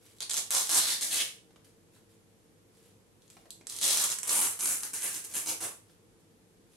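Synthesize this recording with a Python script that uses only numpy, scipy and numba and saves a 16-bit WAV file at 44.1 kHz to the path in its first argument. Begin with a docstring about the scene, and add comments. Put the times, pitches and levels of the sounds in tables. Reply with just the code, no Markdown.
"""A boxing glove's hook-and-loop wrist strap is ripped open twice, in a string of tugs.
Thousands of hooks snap free; each ticks, flicks the strap and thumps the padded cuff.
Single hooks pop before, during and between tugs; around the rips the glove is handled softly.
Small hard-walled room with a low steady drone; a two-port phone listens from across the table."""
import sys
import numpy as np
from scipy import signal
from scipy.fft import rfft, irfft
from scipy.io import wavfile
from scipy.ndimage import uniform_filter1d
from numba import njit

SR = 44100
rng = np.random.default_rng(int(sys.argv[2]) if len(sys.argv) > 2 else 0)


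def put_to_file(sound):
    """Save the sound as 16-bit audio at rate SR, in the file named by the first command-line argument."""
    columns = np.atleast_2d(sound).T  # one column per channel
    safe = np.clip(columns, -1, 1)
    whole_steps = np.round(safe * 32767)
    wavfile.write(sys.argv[1], SR, whole_steps.astype(np.int16))


N = 298111
TOP_HZ = 15800
TIME, FREQ = np.arange(N) / SR, np.fft.rfftfreq(N, 1 / SR)
LEFT_RIGHT = np.array([[1], [-1]])

# strap tugs: t/s, build/s, hold/s, ease/s, level/dB, flap re level/dB, cuff re level/dB, stubborn/(1/s)
TUGS = [ (0.206, .003, 0.023, 0.032, -51, 1.5, -3, 10), (0.298, 0.018, 0.0052, 0.05, -44, -2, -9, 5),
        (0.336, .006, 0.018, .04, -43, -5, -9, 5), (0.368, 0.011, 0.009, 0.047, -34, -5, -12, 80),
        (0.508, 0.041, 0.017, 0.19, -28, -8, -12.5, 90),
        (0.692, 0.084, 0.0089, 0.054, -23, -9.5, -13.5, 40), (0.78, 0.013, 0.14, 0.091, -33, -0.5, -12, 40),
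        (1.012, 0.0089, 0.013, 0.18, -31, -7, -15, 50), (1.105, 0.025, 0.048, 0.12, -30.5, -6, -14, 20),
        (1.187, 0.02, 0.0093, .03, -30, -1, -9.5, 10), (3.69, .004, 0.12, 0.3, -45.5, -5.5, -16.5, 15),
        (3.817, 0.016, 0.11, 0.15, -29, -6.5, -15.5, 80), (3.945, 0.031, 0.074, 0.07, -30, -10, -13.5, 25),
        (4.094, .018, 0.011, 0.07, -35, -11, -15.5, 50), (4.228, 0.0031, 0.035, .12, -44, -8.5, -10.5, 3),
        (4.273, 0.035, 0.14, 0.14, -28, -13.5, -13.5, 30),
        (4.592, 0.027, 0.11, 0.12, -30.5, -12.5, -13.5, 15),
        (4.825, 0.0064, 0.017, 0.096, -38.5, -12.5, -10.5, 3),
        (4.933, 0.0033, 0.011, 0.22, -35, -12, -12, 3), (5.014, 0.019, 0.017, 0.2, -32.5, -11, -11.5, 3),
        (5.115, 0.026, 0.028, 0.09, -38, -12.5, -12.5, 3),
        (5.243, 0.0027, 0.005, 0.052, -41.5, -12, -12, 3), (5.288, 0.028, .01, 0.12, -46.5, -9, -8.5, 3),
        (5.339, 0.022, 0.0085, 0.12, -31, -10, -11.5, 3), (5.46, 0.034, .005, 0.087, -30.5, -10, -10.5, 3),
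        (5.605, 0.032, 0.0098, 0.084, -34, -10, -7, 3), ]


def ripping(gains, hook_damping=0.61, strap_damping=0.52, cuff_damping=0.38,
            hook_db=-2, flap_db=-3, cuff_db=-2):
    """The same snaps excite hooks, taut strap and cuff; resonances shift as the free strap lengthens."""
    # resonances along the peel: t/s, hook f/Hz, strap f/Hz, cuff f/Hz, cuff ring gain
    peel = [(0.37, 6840, 3270, 990, 2.2), (0.57, 6040, 3670, 1000, 5.2), (0.77, 6490, 3780, 1140, 1.4),
            (0.9, 6600, 4200, 1740, 1.5), (1.04, 6940, 4100, 1957, 0.64), (1.2, 6190, 3200, 1880, 1.4),
            (3.87, 6240, 3746, 982, 0.47), (4.05, 6590, 3180, 1080, 3.3), (4.4, 7730, 2660, 1010, 1.2),
            (4.7, 7750, 2170, 1480, 1.5), (5.05, 7030, 2550, 1800, 0.9), (5.38, 7540, 2190, 1900, 0.54),
            (5.51, 6650, 2400, 650, 0.5), (5.65, 6800, 2360, 1120, 0.37)]
    # hook tick spectrum: f/Hz, level/dB
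    hook_spectrum = [(2000, 2), (4000, 6), (4900, -0.5), (7300, 0), (10000, 3), (12000, 0.5), (16000, -5)]
    # cuff thump spectrum: f/Hz, level/dB
    cuff_spectrum = [(30, -12.5), (60, -10), (150, -6.5), (205, -2), (270, -5.5), (315, 6), (370, 0),
                     (560, 1.5), (1000, 0.5), (1400, 0.5), (2000, 3.5), (3200, -15), (6000, -28.5),
                     (14000, -64.5)]
    times_s, *columns = np.transpose(peel)
    hook_hz, strap_hz, cuff_hz, cuff_ring = (np.interp(TIME, times_s, c) for c in columns)
    hook_hz = np.minimum(hook_hz * np.exp(.1 * walk(150)), TOP_HZ)  # rows differ in pitch
    strap_hz = np.minimum(strap_hz * np.exp(.07 * walk(200)), TOP_HZ)  # tension flutters
    hook_gain, flap_gain, cuff_gain = gains * undb([[hook_db], [flap_db], [cuff_db]])
    out = []
    for train in snaps():
        _, ticks = resonator(train, hook_hz, hook_damping)
        _, ticks = resonator(ticks, 0.75 * hook_hz, 1.0)  # a tiny hook radiates little below its pitch
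        hooks = unit(colour(ticks, hook_spectrum))
        flap, _ = resonator(train, strap_hz, strap_damping)
        flap, _ = resonator(flap, strap_hz, strap_damping)
        ring, _ = resonator(train, cuff_hz, cuff_damping)
        cuff = colour(train + cuff_ring * ring, cuff_spectrum)
        out.append(hook_gain * hooks + flap_gain * steady(flap, 0.11) + cuff_gain * steady(cuff, 0.19))
    return np.array(out)


def snaps(first_per_s=950, last_per_s=3000, scatter_db=3.5, bunch_db=1.17, aim_db=4):
    """Hooks let go at random, bunched by row, denser as a rip goes on; each favours one port."""
    # rips: start t/s, end t/s
    rips = [(0.2, 1.25), (3.7, 5.7)]
    progress = np.interp(TIME, np.ravel(rips), [0, 1] * len(rips))
    rate_per_s = first_per_s * (last_per_s / first_per_s) ** progress
    released = rng.random(N) < rate_per_s / SR
    force_db = scatter_db * np.clip(rng.standard_normal(N), -2, 1)
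    row_db = bunch_db * np.clip(walk(260), -2, 2)
    aim = undb(aim_db * LEFT_RIGHT * rng.uniform(-1.5, 1.5, N))
    aim /= np.sqrt(np.mean(aim ** 2, axis=0))
    train = released * undb(force_db + row_db) * rng.choice([-1, 1], N)
    return aim * steady(train, window_s=0.02)  # the pulling hand keeps mean power steady


def pull(attack_s=0.00076, catch_db=-8, ease_db=-28, jerk_db=3.5, jerk_s=0.0071):
    """Hook, flap and cuff gains: each tug catches, builds, holds and eases; the strongest rules."""
    gains = np.zeros((3, N))
    for start_s, build_s, hold_s, ease_s, level_db, flap_db, cuff_db, _ in TUGS:
        span = (TIME > start_s - attack_s) & (TIME < start_s + build_s + hold_s + 3 * ease_s)
        t = TIME[span] - start_s
        shape_db = catch_db * np.clip(1 - t / build_s, 0, 1)
        shape_db += ease_db * np.maximum(t - build_s - hold_s, 0) / ease_s
        shape_db += jerk_db * np.exp(-np.abs(t) / jerk_s)  # first rows give way at once
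        tug = np.sqrt(np.clip(1 + t / attack_s, 0, 1)) * undb(level_db + shape_db)
        gains[:, span] = np.maximum(gains[:, span], np.outer(undb([0, flap_db, cuff_db]), tug))
    return gains


def stubborn_hooks(hook_gain, over_db=7.5, scatter_db=2.0, flap_db=-5, flap_scatter_db=3):
    """Stubborn hooks crackle above the tearing at each tug's rate; rows of t/s, peak/dB, flap/dB."""
    chance, force, flap = rng.random(N), rng.uniform(-2, 2, N), rng.uniform(-2, 2, N)
    starts_s, *_, tug_per_s = np.transpose(TUGS)
    rate_per_s = tug_per_s[np.searchsorted(starts_s, TIME) - 1]
    at = np.flatnonzero((chance < rate_per_s / SR) & (hook_gain > 0))
    peak_db = 20 * np.log10(hook_gain[at]) + over_db + scatter_db * force[at]
    return list(zip(TIME[at], peak_db, flap_db + flap_scatter_db * flap[at]))


def popping(stubborn, shiver_gain=0.13, shiver_s=0.0006, cuff_hz=2700, flap_hz=3850, hook_hz=7100,
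            aim_db=2, port_lag_s=.000018, size=1024):
    """Lone hooks: one sharp flick each, at its own pitch and place, then the freed loop shivers."""
    # hooks popping as the strap is taken up or snags: t/s, peak/dB, flap/dB
    lone_pops = [ (0.166, -50, 4), (0.185, -42.5, 6), (0.2053, -20, 10.5), (0.2218, -20, 7.5),
                 (0.228, -20, 14), (0.2958, -20.5, 2), (0.299, -18.5, 0), (0.309, -17, 4.5),
                 (0.313, -16.5, 3), (0.335, -17, -3.5), (0.342, -17.5, -1.5), (0.3615, -22, -3.5),
                 (0.3685, -14.5, -3), (0.376, -17, -3), (0.382, -19, -4), (0.5065, -16, -8.5),
                 (0.514, -17, -5), (0.549, -17, -4), (0.582, -16, -3.5), (0.610, -17.5, -6.5),
                 (0.672, -21.5, -4), (0.693, -20.5, 5.5), (0.7775, -9.5, -3), (1.0106, -19.5, 6),
                 (1.0255, -20, 2), (1.1128, -24, 8.5), (1.123, -21, 6), (1.6457, -51, -10),
                 (3.2205, -49, 15), (3.279, -47, 3), (3.3016, -40, -2), (3.5055, -25.5, 7),
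                 (3.6697, -25, -1.5), (3.698, -21.5, 2), (3.7243, -27.5, -7.5), (3.7643, -25, 1),
                 (3.7877, -23, 3), (3.8137, -17.5, 0.5), (3.828, -15, 12), (3.8412, -14, 4),
                 (3.8513, -14.5, 3), (3.8785, -17, -11), (3.9057, -13.5, -5.5), (3.909, -13, 8),
                 (3.934, -16, -3.5), (3.9728, -12, -10), (4.0405, -13.5, -25.5), (4.091, -19.5, -20),
                 (4.101, -18, -11.5), (4.118, -17.5, -18), (4.1866, -20.5, -17), (4.2315, -20.5, -21),
                 (4.2788, -21.5, -9), (4.2935, -15, -7), (4.5365, -30.5, -8), (4.591, -30, -5),
                 (4.6025, -34, -9), (4.657, -18, -13), (4.673, -19, -11), (4.806, -28, -10),
                 (4.834, -20, -10), (4.934, -29, -10), (5.2418, -33, -10), (5.338, -27, -7),
                 (5.462, -25, -4), (5.607, -32, -6), ]
    # pop spectrum: f/Hz, level/dB
    pop_spectrum = [(100, -26), (500, -15), (2400, -7), (3600, -4.5), (4900, -2), (7000, 0.5), (10000, 2.5),
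                    (12000, -4.5), (16000, -17.5)]
    out, t = np.zeros((2, N)), np.arange(size) / SR
    for start_s, peak_db, flap_db in lone_pops + stubborn:
        shiver = shiver_gain * rng.standard_normal(size) * np.exp(-t / shiver_s)
        stiffness, aim, place = np.clip(rng.standard_normal(3), -1.5, 1.5)
        detune = np.exp(0.11 * stiffness)
        pitch_hz = hook_hz * detune
        hook_peak = [(.75 * pitch_hz, -5), (pitch_hz, 0), (1.3 * pitch_hz, -5)]
        pop = colour((t == 0) + shiver, pop_spectrum)
        pop = colour(pop, [(cuff_hz, -6), (flap_hz * detune, flap_db)] + hook_peak)
        for _ in range(3):  # all-passes: the limp strap disperses the flick
            pop = signal.lfilter([.5, -.8, 1], [1, -.8, .5], pop)
        pop /= np.abs(pop).max()
        for port, side in zip(out, (1, -1)):
            add(port, start_s + side * place * port_lag_s / 2, undb(peak_db + side * aim * aim_db) * pop)
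    return out


def finger_taps(gain_db=-2, decay_s=0.0043, size=2048):
    """Fingers tap the padded glove: short dull noise bursts."""
    # taps: t/s, peak before gain/dB
    taps = [(1.506, -55.5), (1.56, -45.5), (1.963, -54), (3.368, -42.5), (3.456, -46.5), (3.611, -43),
            (5.897, -51.5)]
    # tap spectrum: f/Hz, level/dB
    tap_spectrum = [(80, -7), (350, 3.5), (800, 5.5), (2000, -2.5), (6000, -7.5), (12000, -19)]
    out, t = np.zeros(N), np.arange(size) / SR
    for start_s, peak_db in taps:
        tap = colour(rng.standard_normal(size) * np.exp(-t / decay_s), tap_spectrum)
        add(out, start_s, undb(peak_db + gain_db) * tap / np.abs(tap).max())
    return out


def sliding(gain_db=-3, grit_db=4):
    """Glove and sleeve slide under the hands: faint gritty noise that swells and fades."""
    # moves: t/s, swell/s, fade/s, level before gain/dB
    slides = [(0.0, 0.065, 0.091, -58), (1.643, 0.0029, 0.031, -58), (1.91, 0.054, 0.024, -62.5),
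              (2.08, 0.035, 0.031, -65), (2.71, 0.055, 0.074, -65.5), (2.8, 0.061, 0.039, -64),
              (3.19, 0.04, 0.089, -69), (3.295, .015, 0.085, -61.5), (5.84, 0.068, 0.031, -65.5),
              (6.18, 0.018, 0.023, -70.5), (6.68, 0.066, .05, -66)]
    # friction spectrum: f/Hz, level/dB
    slide_spectrum = [(300, -23), (1500, -1.5), (3500, 2), (6000, -1), (8500, 2.5), (12000, 1),
                      (16000, -5.5)]
    grit = unit(colour(rng.standard_normal(N) * undb(grit_db * walk(600)), slide_spectrum))
    envelope = np.zeros(N)
    for start_s, swell_s, fade_s, level_db in slides:
        t = TIME - start_s
        fade = np.exp(-np.maximum(t - swell_s, 0) / fade_s)
        envelope += undb(level_db + gain_db) * np.clip(t / swell_s, 0, 1) * fade
    return grit * envelope


def room(x, wet_db=0.62, positions=12):
    """Direct sound plus reverberation whose pattern changes as the glove moves."""
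    place, wet = np.linspace(0, positions - 1, N), np.zeros((2, N))
    direct = signal.unit_impulse(SR // 2)
    for k in range(positions):
        near = np.flatnonzero(np.abs(place - k) < 1)
        crossfaded = x[:, near] * np.sqrt(1 - np.abs(place[near] - k))
        for port, sound, tail in zip(wet, crossfaded, room_tails()):
            reflections = level_bands(direct + undb(wet_db) * tail) - direct
            add(port, TIME[near[0]], signal.fftconvolve(sound, reflections))
    return x + wet


def room_tails(near_gain=0.91, near_s=0.0034, build_s=0.00078, shared_hz=750, bands=13):
    """One unit-energy tail per port; long waves reach both ports alike."""
    # reverberation time: f/Hz, T60/s
    room_t60 = [(200, 0.23), (800, 0.37), (2000, 0.35), (5500, 0.34), (12000, 0.31)]
    t, freq = np.arange(SR // 2) / SR, np.fft.rfftfreq(SR // 2, 1 / SR)
    edges_hz = np.geomspace(30, TOP_HZ, bands + 1)
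    mid, side = rfft(rng.standard_normal((2, len(t))))
    apart = np.minimum(freq / shared_hz, 1) ** 2
    spectrum = (mid + apart * side * LEFT_RIGHT) / np.sqrt(1 + apart ** 2)
    tail = np.zeros((2, len(t)))
    for lo, hi in zip(edges_hz, edges_hz[1:]):
        band = irfft(spectrum * (freq >= lo) * (freq < hi), len(t))
        tail += band * undb(-60 * t / at_hz(room_t60, np.sqrt(lo * hi)))
    # glove, chest and table answer first and comb the spectrum
    tail *= (1 - np.exp(-t / build_s)) * (1 + near_gain * np.exp(-t / near_s))
    return tail / np.linalg.norm(tail, axis=1, keepdims=True)


def level_bands(response, bands=24):
    """Flatten a response in third octaves: fine colouring stays, no boom."""
    power, freq = np.abs(rfft(response)) ** 2, np.fft.rfftfreq(len(response), 1 / SR)
    edges_hz = np.geomspace(60, TOP_HZ, bands + 1)
    centres_hz = np.sqrt(edges_hz[1:] * edges_hz[:-1])
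    band_power = np.array([power[(freq >= lo) & (freq < hi)].mean()
                           for lo, hi in zip(edges_hz, edges_hz[1:])])
    excess_db = 10 * np.log10(band_power / power[freq < TOP_HZ].mean())
    return colour(response, np.column_stack([centres_hz, -excess_db]), size=4096)


def background(drone_db=-65, hiss_db=-72, waver_db=2):
    """Fan-like drone with wavering tones, much alike in both ports, under a thin wide hiss."""
    # drone tones: f/Hz, rms level/dB
    tones = [(97.5, -78.5), (103.5, -80), (165, -80), (330, -78), (450, -77)]
    # drone spectrum: f/Hz, level/dB
    drone_spectrum = [(20, -26.5), (43, -11), (69, -12), (82, -14), (102, 2), (134, -9.5), (165, -3),
                      (260, -7.5), (334, -7), (400, -11), (460, -4), (650, -22), (1000, -29), (2000, -56)]
    # hiss spectrum: f/Hz, level/dB
    hiss_spectrum = [(200, -12.5), (700, 8), (1200, 4), (2400, 1), (5000, -1.5), (8500, -0.5),
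                     (12000, -1.5), (16000, -16.5)]
    hum = np.zeros(N)
    for hz, level_db in tones:
        amplitude = np.sqrt(2) * undb(level_db + waver_db * walk(4.3))
        hum += amplitude * np.sin(2 * np.pi * hz * TIME + walk(14))
    drone = undb(drone_db) * stereo_noise(drone_spectrum, width=0.48)
    hiss = undb(hiss_db) * stereo_noise(hiss_spectrum, width=1.0)
    return drone + hum + hiss


def stereo_noise(spectrum, width):
    """Coloured mid/side noise."""
    mid, side = (unit(colour(rng.standard_normal(N), spectrum)) for _ in range(2))
    return mid + width * side * LEFT_RIGHT


@njit
def resonator(x, hz, damping):
    """State-variable filter with moving centre; returns band-pass, high-pass."""
    out, band_state, low_state = np.empty((2, len(x))), 0., 0.
    for i in range(len(x)):
        g = np.tan(np.pi * hz[i] / SR)
        band = (band_state + g * (x[i] + 1e-18 - low_state)) / (1 + g * (g + damping))
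        out[0, i] = damping * band
        out[1, i] = x[i] - damping * band - (low_state + g * band)
        band_state, low_state = 2 * band - band_state, low_state + 2 * g * band
    return out


def colour(x, spectrum, size=2048):
    """Minimum-phase filter from (f/Hz, level/dB) points; clicks keep their sharp front."""
    cepstrum = irfft(np.log(undb(at_hz(spectrum, np.fft.rfftfreq(size, 1 / SR)))))
    cepstrum[1:size // 2] *= 2
    cepstrum[size // 2 + 1:] = 0
    return signal.fftconvolve(x, irfft(np.exp(rfft(cepstrum))))[:len(x)]


def at_hz(points, hz):
    """Read a table on a log-frequency axis."""
    f, value = np.transpose(points)
    return np.interp(np.log(hz + 1), np.log(f), value)


def walk(rate_hz):
    """Random levels joined by straight lines; spread near 1."""
    knots = rng.standard_normal(int(N / SR * rate_hz) + 2)
    return np.sqrt(3 / 2) * np.interp(TIME * rate_hz, np.arange(len(knots)), knots)


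def steady(x, window_s):
    """Hold the running rms at 1."""
    return x / np.sqrt(np.abs(uniform_filter1d(x ** 2, int(window_s * SR))) + 1e-9)


def unit(x):
    """Scale to rms 1."""
    return x / np.sqrt(np.mean(x ** 2))


def undb(db):
    """Decibels to gain."""
    return 10 ** (np.asarray(db) / 20)


def add(track, start_s, sound):
    """Mix a short sound into a track."""
    start = int(start_s * SR)
    track[start:start + len(sound)] += sound[:N - start]


def scene():
    """Strap and glove in the room, over the drone."""
    gains = pull()
    strap = ripping(gains) + popping(stubborn_hooks(gains[0]))
    return room(strap + finger_taps() + sliding()) + background()


def record(dry, shelf_hz=12150, shelf_db=-15.0):
    """Each port colours the treble. The treble drops about 15 dB above 12 kHz and ends near 16 kHz."""
    # microphone port mismatch: f/Hz, left minus right/dB
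    mismatch = [(100, 0), (2400, 0.5), (5500, -.5), (7500, -4), (9500, -2), (10700, 0.5), (12000, 10.5),
                (16000, 18)]
    ports = undb(LEFT_RIGHT / 2 * at_hz(mismatch, FREQ))
    shelf = np.interp(FREQ, [shelf_hz - 200, shelf_hz + 100], [1, undb(shelf_db)])
    heard = irfft(rfft(dry) * ports * shelf, N)
    return signal.sosfilt(signal.ellip(10, .2, 80, TOP_HZ, fs=SR, output="sos"), heard)


dry = scene()
out = record(dry)
put_to_file(out)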